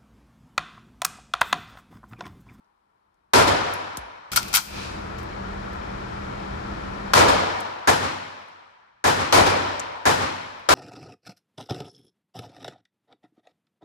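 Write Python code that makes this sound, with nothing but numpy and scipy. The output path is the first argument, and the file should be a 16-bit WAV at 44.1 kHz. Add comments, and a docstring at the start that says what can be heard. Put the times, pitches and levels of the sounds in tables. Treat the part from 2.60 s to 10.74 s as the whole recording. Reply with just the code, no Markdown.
"""Handgun fire in a long concrete indoor range, heard from the bench. Order in time:
faint 1 kHz hall wash and faint ventilation noise (band noise, duct resonances, fan lines); brass cases (tick + tube
ring); near shots (the booth fills at once, the far end answers after about 0.14 s, the hall dies away); at 1.7 s the
slide is racked (clicks into frame resonances), and from there to 4.5 s the air noise is heard loud, with a brief dip
after the slide noises; then near shots mixed with shots from another lane, with more cases landing."""
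import sys
import numpy as np
from scipy import signal
from scipy.io import wavfile

SR = 44100
rng = np.random.default_rng(int(sys.argv[2]) if len(sys.argv) > 2 else 0)


def unload_wav(signal):
    """Save mono or channel-first audio to the path in sys.argv[1] as 16-bit WAV at rate SR, clipped to [-1, 1]."""
    wavfile.write(
        sys.argv[1],
        SR,
        np.round(np.clip(np.atleast_2d(signal).T, -1, 1) * 32767).astype(np.int16),
    )


N = 358974


def amp(db):
    """dB to gain."""
    return 10 ** (np.asarray(db) / 20)


def rms_one(x):
    """Scale to rms 1."""
    return x / np.sqrt(np.mean(x ** 2) + 1e-20)


def at_hz(points, hz):
    """Read a table on a log-frequency axis."""
    table_hz, values = np.array(points).T
    return np.interp(np.log(hz), np.log(table_hz), values)


def in_time(rows, t):
    """Read a curve at times t."""
    return np.interp(t, *np.transpose(rows))


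def add(out, sound, start_s):
    """Mix a sound in at start_s, cut at the end of out or at N."""
    i = round(start_s * SR)
    out[:, i:i + sound.shape[-1]] += sound[..., :N - i]


def resonance(x, hz, width_hz):
    """Two-pole peak with gain 1 on top."""
    r = np.exp(-np.pi * width_hz / SR)
    b = [(1 - r * r) / 2, 0, (r * r - 1) / 2]
    a = [1, -2 * r * np.cos(2 * np.pi * hz / SR), r * r]
    return signal.lfilter(b, a, x)


def steep_resonance(x, hz, width_hz):
    """Same peak twice in series: steeper skirts."""
    return resonance(resonance(x, hz, width_hz), hz, width_hz)


def drift(size, rate_hz):
    """Slow chance of spread 1, drawn at every 50th sample."""
    r = np.exp(-100 * np.pi * rate_hz / SR)
    slow = signal.lfilter([1], [1, -2 * r, r * r], rng.standard_normal(size // 50 + 402))[400:]
    return np.interp(np.arange(size) / 50, np.arange(len(slow)), rms_one(slow))


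def ports(size):
    """White noise that is mostly shared by the two microphone ports."""
    mid, side = rng.standard_normal((2, size))
    return mid + .3 * side * [[1], [-1]]


BAND_EDGES_HZ = 22 * 2 ** np.arange(0, 9.7, .4)


def bands(size, likeness, balance):
    """Stereo noise band by band, with the likeness and balance of the two microphone ports."""
    white = rng.standard_normal((2, 2, size + 4000))
    for k, (low_hz, high_hz) in enumerate(zip(BAND_EDGES_HZ, BAND_EDGES_HZ[1:])):
        sos = signal.butter(2, [low_hz, high_hz], "band", fs=SR, output="sos")
        mid, side = signal.sosfilt(sos, white[k % 2])[:, 4000:]   # filter run-in dropped
        hz = np.sqrt(low_hz * high_hz)
        alike = np.clip(at_hz(likeness, hz), -1, 1)
        lean_db = at_hz(balance, hz) / 2
        pair = np.sqrt(1 + alike) * mid + np.sqrt(1 - alike) * side * [[1], [-1]]
        yield hz, pair * amp([[lean_db], [-lean_db]])


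# Air noise between the ports: f/Hz, left-right likeness
AIR_LIKENESS = [(60, 1), (130, 0.99), (290, 0.34), (640, -0.86), (1410, -0.19), (3100, 0.16), (6820, 0.17),
                (15000, -0.49)]
# Air noise balance: f/Hz, L-R/dB
AIR_BALANCE = [(60, -1), (110, 1.5), (200, -2), (380, -1.5), (700, 5), (1290, 5.5), (2380, 2), (4400, 14.5),
               (8120, 2.5), (15000, -2.5)]


def steady(colour, level_db, tones, size):
    """Smooth air noise, with resonances standing out of it."""
    air = bands(size, AIR_LIKENESS, AIR_BALANCE)
    out = rms_one(sum(amp(at_hz(colour, hz)) * noise for hz, noise in air))
    for hz, width_hz, db in tones:
        out = out + amp(db) * rms_one(steep_resonance(ports(size), hz, width_hz))
    out = np.tile(out, N // size + 1)[:, :N]   # recurs only where it is faint
    return out * amp(level_db)


# Hall wash level: t/s, level/dB
WASH_LEVEL = [(0, -64.5), (.15, -68), (.73, -70), (1.7, -85), (1.72, -120)]
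# Hall wash spectrum: f/Hz, density/(dB per Hz)
WASH_COLOUR = [(180, -15.5), (300, -8), (757, -5), (1130, 6.5), (1240, -6), (6370, -33), (10100, -28.5),
               (10900, -28), (12000, -34.5), (15600, -74.5), (22000, -120)]


def hall_wash():
    """Faint noise of the hall around 1 kHz, at the start only."""
    t = np.arange(N) / SR
    return steady(WASH_COLOUR, in_time(WASH_LEVEL, t), [], size=2 * SR)


# Air noise level over its loud stretch, dipping briefly after the slide noises: t/s, level/dB
LOUD_AIR = [(1.716, -37.5), (1.93, -38), (2.03, -47), (2.12, -38.5), (2.17, -34), (4.537, -32)]
QUIET_START_DB, QUIET_AFTER_DB, CREEP_DB_PER_S = -77.5, -90, 8.4   # before and after: faint, creeping up


def air_db(t):
    """Level at which the air noise is heard: faint, loud, faint."""
    on_s, off_s = LOUD_AIR[0][0], LOUD_AIR[-1][0]
    before_db = QUIET_START_DB + CREEP_DB_PER_S * t
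    after_db = QUIET_AFTER_DB + CREEP_DB_PER_S * (t - off_s)
    quiet_db = np.where(t < on_s, before_db, after_db)
    return np.where((t >= on_s) & (t < off_s), in_time(LOUD_AIR, t), quiet_db)


# Ventilation spectrum: f/Hz, density/(dB per Hz)
AIR_COLOUR = [(12, -39), (20, -12.5), (60, -1.5), (142, -13), (204, -1), (248, -14.5), (310, -8.5),
              (590, -8), (1370, -12.5), (2390, -20.5), (2820, -25.5), (5850, -37), (10800, -53),
              (13500, -56), (16000, -85.5)]
# Duct resonances: f/Hz, width/Hz, level/(dB re air)
DUCT_TONES = [(48.3, 6, -12), (76.6, 17, -11.5), (122, 5.4, -17), (156.4, 6.6, -21.5), (200.2, 9, -15.5),
              (1360, 150, -19), (320.3, 17, -18)]


def ventilation():
    """Air noise of the ventilation with its duct resonances, at the heard air level."""
    t = np.arange(N) / SR
    return steady(AIR_COLOUR, air_db(t), DUCT_TONES, size=23 * SR // 5)


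# Fan and motor lines: f/Hz, level/(dB re air)
FAN_LINES = [(119, -13.5), (159, -25.5), (199.2, -8.5)]


def fan_hum():
    """Fan and motor lines that waver in level and phase and follow the heard air level."""
    t = np.arange(N) / SR
    hum = 0
    for hz, db in FAN_LINES:
        level = amp(db + 2 * drift(N, 8))
        hum = hum + level * np.sin(2 * np.pi * (hz * t + 0.15 * drift(N, 3.2)))
    return hum * amp(air_db(t))


# Brass cases landing: t/s, tick level/dB, tick f/Hz, tick width/Hz, ring f/Hz, ring level/dB
CASES = [(.0444, -57, 5200, 1500, 10700, -110), (.5433, -64, 6000, 9000, 10900, -110),
         (1.1377, -23, 10100, 7000, 10200, -56), (1.3712, -18, 4000, 16000, 10150, -61),
         (5.0035, -28.5, 8300, 5000, 10600, -75), (5.008, -30, 7000, 8000, 10600, -62),
         (5.885, -54, 9940, 5000, 10700, -82), (7.196, -16.5, 6850, 3500, 10700, -80),
         (7.2005, -16, 6180, 2500, 10660, -79), (7.993, -51, 10100, 8000, 10400, -85)]
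RATTLE_DB, CASE_T60_S = -17, .42   # after-rattle re tick; ring of the tube
THUMP_S, THUMP_DB = 1.374, -33.5   # one case hits close to the microphone


def cases():
    """A bright tick and the thin ring of the brass tube; one close hit adds a falling thump."""
    out, t = np.zeros((2, N)), np.arange(SR // 3) / SR
    for s, tick_db, tick_hz, width_hz, ring_hz, ring_db in CASES:
        decay = np.exp(-t / 0.002) + amp(RATTLE_DB) * np.exp(-t / 0.012)
        burst = rng.standard_normal((2, len(t))) * decay
        tick = resonance(resonance(burst, tick_hz, width_hz), tick_hz, 1.1 * width_hz)
        split_beat = 1 + .5 * np.cos(2 * np.pi * 45 * t)   # a split mode beats
        ring = np.sin(2 * np.pi * ring_hz * t) * split_beat * amp(-60 * t / CASE_T60_S)
        ring = ring + .7 * np.sin(2 * np.pi * 1.16 * ring_hz * t) * np.exp(-t / .015)
        ring = ring + .4 * np.sin(2 * np.pi * 1.29 * ring_hz * t) * np.exp(-t / .02)
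        add(out, amp(tick_db) * tick + amp(ring_db) * ring, s)
    thump_cycles = 55 * t + 2.3 * (1 - np.exp(-t / 0.0061))   # falls to 55 Hz
    thump = np.sin(2 * np.pi * thump_cycles) * np.exp(-t / 0.042)
    add(out, amp(THUMP_DB) * thump, THUMP_S)
    return out


def arrivals_db(t, booth, answer):
    """Swells on top of the decay: the booth fills and drains, then the far end answers."""
    rise_s, drain_from_s, drain_s, booth_db = booth
    arrive_s, build_s, fade_s, answer_db = answer
    filled = np.clip(t / rise_s, 0, 1) * np.clip(1 - (t - drain_from_s) / drain_s, 0, 1)
    late_s = np.maximum(t - arrive_s, 0)
    answered = np.minimum(late_s / build_s, 1) * np.exp(-np.maximum(late_s - build_s, 0) / fade_s)
    return booth_db * filled + answer_db * answered


# Decay of the blast: f/Hz, T60/s
BLAST_T60 = [(40, 0.89), (300, 0.49), (1000, 0.52), (3000, 0.19), (9000, 0.39), (15000, 0.067)]
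# Decay of the hall: f/Hz, T60/s
HALL_T60 = [(40, 0.97), (100, 1.15), (250, 1.21), (600, 1.46), (1000, 1.97), (2000, 1.76), (5000, 1.38),
            (9000, 0.74), (15000, 0.21)]
# Shot between the ports: f/Hz, left-right likeness
SHOT_LIKENESS = [(60, 0.9), (130, 1), (290, 0.48), (640, -0.59), (1410, -0.15), (3100, 0.1), (6820, 0.02),
                 (15000, 0.3)]
# Shot balance: f/Hz, L-R/dB
SHOT_BALANCE = [(60, 2.5), (110, 1.5), (200, 0.5), (380, -3), (700, 2.5), (1290, 2.5), (2380, 0),
                (4400, 10), (8120, -0.5), (15000, -4)]
BOOM_HZ, BOOM_T60_S = 95.3, 1.19
BOOM_BEAT_HZ, BOOM_BEAT_TOP_S = 7.7, 0.036
RING_HZ, RING_T60_S = 968, 2.17   # a narrow band of the hall outlasts the rest
CRACK_RISE_S, SLOW_BELOW_HZ = .0005, 450


def report(size, blast, hall, booth, answer, stretch, hall_db, echo_db, boom_db, beat, build_cycles):
    """One shot: bright blast in the booth, its return from the far end, slow hall decay, boom and ring."""
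    fine = np.arange(size) / SR
    t = fine[::10]   # envelopes step every ten samples
    late_s = t - .136 * stretch
    clumps = drift(size, 70)[::10]   # separate reflections arrive in clumps
    out = 0
    for hz, noise in bands(size, SHOT_LIKENESS, SHOT_BALANCE):
        fast_db_per_s = -60 / at_hz(BLAST_T60, hz)
        direct = amp(fast_db_per_s * t) ** 2
        echo = (late_s > 0) * amp(echo_db + fast_db_per_s * np.abs(late_s)) ** 2
        early = amp(at_hz(blast, hz)) ** 2 * (direct + echo) * amp(1.2 * clumps) ** 2
        tail_db = at_hz(hall, hz) + hall_db + 0.27 * clumps - 60 * t / at_hz(HALL_T60, hz)
        power = early + amp(tail_db) ** 2
        rise_s = build_cycles / hz * (hz < SLOW_BELOW_HZ) + CRACK_RISE_S   # lows build up later
        build = 1 - np.exp(-t / rise_s)
        patches = amp(1.42 * drift(len(t), 220) * (hz < 2500))   # bands below swell and sink separately
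        out = out + noise * np.repeat(np.sqrt(power) * build * patches, 10)
    out = out / np.sqrt(np.mean(out[:, :SR // 10] ** 2))
    boom = np.sin(2 * np.pi * BOOM_HZ * fine + [[.5], [-.4]])
    boom = boom * amp(boom_db - 60 * fine / BOOM_T60_S) * (1 - np.exp(-fine / 0.033))
    # a close neighbour mode beats with the boom
    boom = boom * (1 + beat * np.cos(2 * np.pi * BOOM_BEAT_HZ * (fine - BOOM_BEAT_TOP_S)))
    ring = rms_one(steep_resonance(rng.standard_normal((2, size)), RING_HZ, 70))
    ring = ring * amp(boom_db - 9 - 60 * fine / RING_T60_S) * (1 - np.exp(-fine / 0.032))
    return (out + ring + boom) * amp(arrivals_db(fine / stretch, booth, answer))


# Near shots: t/s, level/dB, stretch of the arrival times, dip just after the crack/dB
NEAR_SHOTS = [(0.734, -12.5, 1.02, -2), (4.5344, -11, 1.09, -18), (6.7245, -12, 1.02, -4),
              (8.088, -12.5, 1.1, -6)]
# Other lane: t/s, level/dB, extra level of the first 32 ms/dB
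FAR_SHOTS = [(5.2732, -20, 4.5), (6.4403, -18.5, -1.6), (7.4538, -19, 1)]
# Near blast spectrum: f/Hz, density/(dB per Hz)
NEAR_BLAST = [(18, -43.5), (30, -19), (233, -21), (415, -4), (486, -5), (740, -12.5), (866, 1), (1630, -7),
              (2060, -12.5), (4910, -11.5), (13300, -26.5), (14800, -25), (16000, -103)]
# Hall spectrum after a near shot: f/Hz, density/(dB per Hz)
NEAR_HALL = [(18, -35.5), (30, -12), (90, -5.5), (124, -9), (295, -3.5), (426, -5.5), (486, 1),
             (1130, -7.5), (2480, -13.5), (5170, -21), (13000, -31.5), (14800, -56.5), (16000, -94)]
# Other-lane blast spectrum: f/Hz, density/(dB per Hz)
FAR_BLAST = [(18, -36), (30, -40), (86, 2), (174, -25), (239, -2), (569, -0.5), (913, 3), (1100, -7),
             (1540, 1), (2680, -16.5), (6550, -14.5), (14000, -32), (16000, -77)]
# Hall spectrum after an other-lane shot: f/Hz, density/(dB per Hz)
FAR_HALL = [(18, -54), (30, -46), (86, -8), (124, -9.5), (230, -5.5), (449, -8), (499, -1.5), (649, -5),
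            (1010, -6), (1190, -8.5), (1910, -10), (8980, -25.5), (13700, -29), (16000, -78)]
# Booth fills, holds, drains: rise/s, drain start/s, drain/s, swell/dB (times before stretch)
NEAR_BOOTH, FAR_BOOTH = (.06, 0.08, .03, 3.3), (0.039, 0.073, 0.082, 5.35)
# Far end answers: arrival after the shot/s, rise/s, fade/s, swell/dB (times before stretch)
NEAR_RETURN, FAR_RETURN = (.131, .011, 0.084, 3.5), (0.13, 0.059, 0.14, 5.25)


def shots():
    """The hand-held near gun shifts between shots; the other lane sets off the same response each time."""
    out, t = np.zeros((2, N)), np.arange(3 * SR // 2) / SR
    for s, db, stretch, dip_db in NEAR_SHOTS:
        size = len(t) if s * SR + len(t) < 1.05 * N else SR // 10   # short if the end cuts it
        dip = amp(dip_db * (t > .008) * np.exp(-t / 0.014))
        near = report(size, NEAR_BLAST, NEAR_HALL, NEAR_BOOTH, NEAR_RETURN, stretch,
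                      hall_db=0.14, echo_db=-14.5, boom_db=-11, beat=.2, build_cycles=2.5)
        add(out, amp(db) * dip[:size] * near, s)
    far = report(len(t), FAR_BLAST, FAR_HALL, FAR_BOOTH, FAR_RETURN, stretch=0.91,
                 hall_db=0.0, echo_db=-18.5, boom_db=-14.0, beat=0.65, build_cycles=0.52)
    for s, db, first_db in FAR_SHOTS:
        add(out, amp(db + first_db * (t < .032)) * far, s)
    return out


def modes(envelope, noise, table):
    """Broad steep resonances, each fed by its own stretch of the noise."""
    out = 0
    for k, (hz, width_hz, db) in enumerate(table):
        drive = envelope * np.roll(noise, 999 * k, axis=1) + 1e-18
        gain = amp(db) * np.sqrt(2 * SR / np.pi / width_hz)   # evens out the width
        out = out + gain * steep_resonance(drive, hz, width_hz)
    return out


# Slide and magazine contacts: t/s, level/dB, brightness/dB, hold/s, T60/s
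CONTACTS = [(1.7176, -30, 1.5, .002, 0.21), (1.732, -28, -4.5, 0.0017, .035),
            (1.76, -15.5, 5.5, .008, .025), (1.7719, -14, -4.5, 0.0044, 0.022),
            (1.782, -25, -4.5, 0.0022, 0.1), (1.829, -31.5, 3, .001, .027), (1.881, -35.5, 3, .001, .06),
            (1.929, -27.5, 1, .002, .063), (1.939, -16.5, 0.5, 0.0033, 0.14),
            (1.949, -15, 6.5, 0.013, 0.04), (1.9696, -11.5, 1, 0.00081, 0.012),
            (1.975, -20, -3, 0.0018, .089), (2.583, -47.5, -3, .002, .15), (2.63, -52, 6, .001, .04),
            (3.132, -53, 2, .001, .05)]
# Frame resonances, one list each for knock, scrape, tick: f/Hz, width/Hz, level/dB
SLIDE_MODES = [
    [(1373, 310, -0.5), (875, 480, -6.5)],
    [(4760, 4100, -1.5), (2180, 1000, -8.5), (3200, 400, -15), (7940, 4000, -7)],
    [(12700, 12000, -0.5)],
]
# Slide sound lingering in the hall: f/Hz, width/Hz, level/dB
LINGER_MODES = [(2500, 700, -1.5), (3860, 3500, -0.5), (8400, 5000, -16.5)]
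SLIDE_START_S = 1.7
KNOCK_DB, TICK_DB = -5.5, -4   # re level; brightness takes from the knock and gives to the tick
LINGER_DB, LINGER_UNTIL_S, LINGER_T60_S = -5, 2.24, 0.81   # re air level
SLIDE_PORTS = [(-.3, 2.3), (.1, 3.5), (.5, -1)]   # knock, scrape, tick: likeness, L lean = -R lean/dB


def slide():
    """Steel on steel: dense uneven clicks under each contact ring the frame's broad resonances."""
    size, t = 2 * SR, np.arange(SR // 4) / SR
    grit = rms_one(rng.standard_normal((2, size)) * amp(1.7 * rng.exponential(1, size)))
    now = SLIDE_START_S + np.arange(size) / SR
    linger_db = air_db(now) + LINGER_DB - 60 * np.maximum(now - LINGER_UNTIL_S, 0) / LINGER_T60_S
    part = modes(amp(linger_db), grit[:, ::-1], LINGER_MODES)
    for k, (table, (alike, lean_db)) in enumerate(zip(SLIDE_MODES, SLIDE_PORTS)):
        power = np.zeros((1, size))
        for s, db, bright_db, hold_s, t60_s in CONTACTS:
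            db = db + [KNOCK_DB - bright_db, 0, TICK_DB + bright_db][k]
            contact = amp(db - 60 * np.maximum(t - hold_s, 0) / t60_s) ** 2
            booth_tail = amp(db - 22.5 - 60 * t / 0.5) ** 2
            add(power, contact + booth_tail, s - SLIDE_START_S)
        pair = np.array([grit[0], alike * grit[0] + np.sqrt(1 - alike ** 2) * grit[1]])
        part = part + modes(np.sqrt(power), pair, table) * amp([[lean_db], [-lean_db]])
    out = np.zeros((2, N))
    add(out, part, SLIDE_START_S)
    return out


def scene():
    """All sources at the microphone."""
    return hall_wash() + ventilation() + fan_hum() + cases() + shots() + slide()


# Microphone peaks and dips: f/Hz, width/Hz, level/dB
MIC_COLOUR = [(510, 120, -1), (949, 270, 2), (1380, 280, 1.5), (2070, 140, -1), (2700, 270, 0),
              (2830, 180, -1.5), (4700, 220, 0.5)]
MIC_TOP_HZ, CUTOFF_HZ = 14900, 16650


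def record(dry):
    """Small microphone colour, rounded peaks, falling top, steep cut."""
    for hz, width_hz, db in MIC_COLOUR:
        dry = dry + (amp(db) - 1) * resonance(dry, hz, width_hz)
    rounded = 0.87 * np.tanh(dry / 0.99)
    soft_top = signal.sosfilt(signal.butter(8, MIC_TOP_HZ, fs=SR, output="sos"), rounded)
    return signal.sosfilt(signal.cheby2(12, 70, CUTOFF_HZ, fs=SR, output="sos"), soft_top)


dry = scene()
out = record(dry)
unload_wav(out)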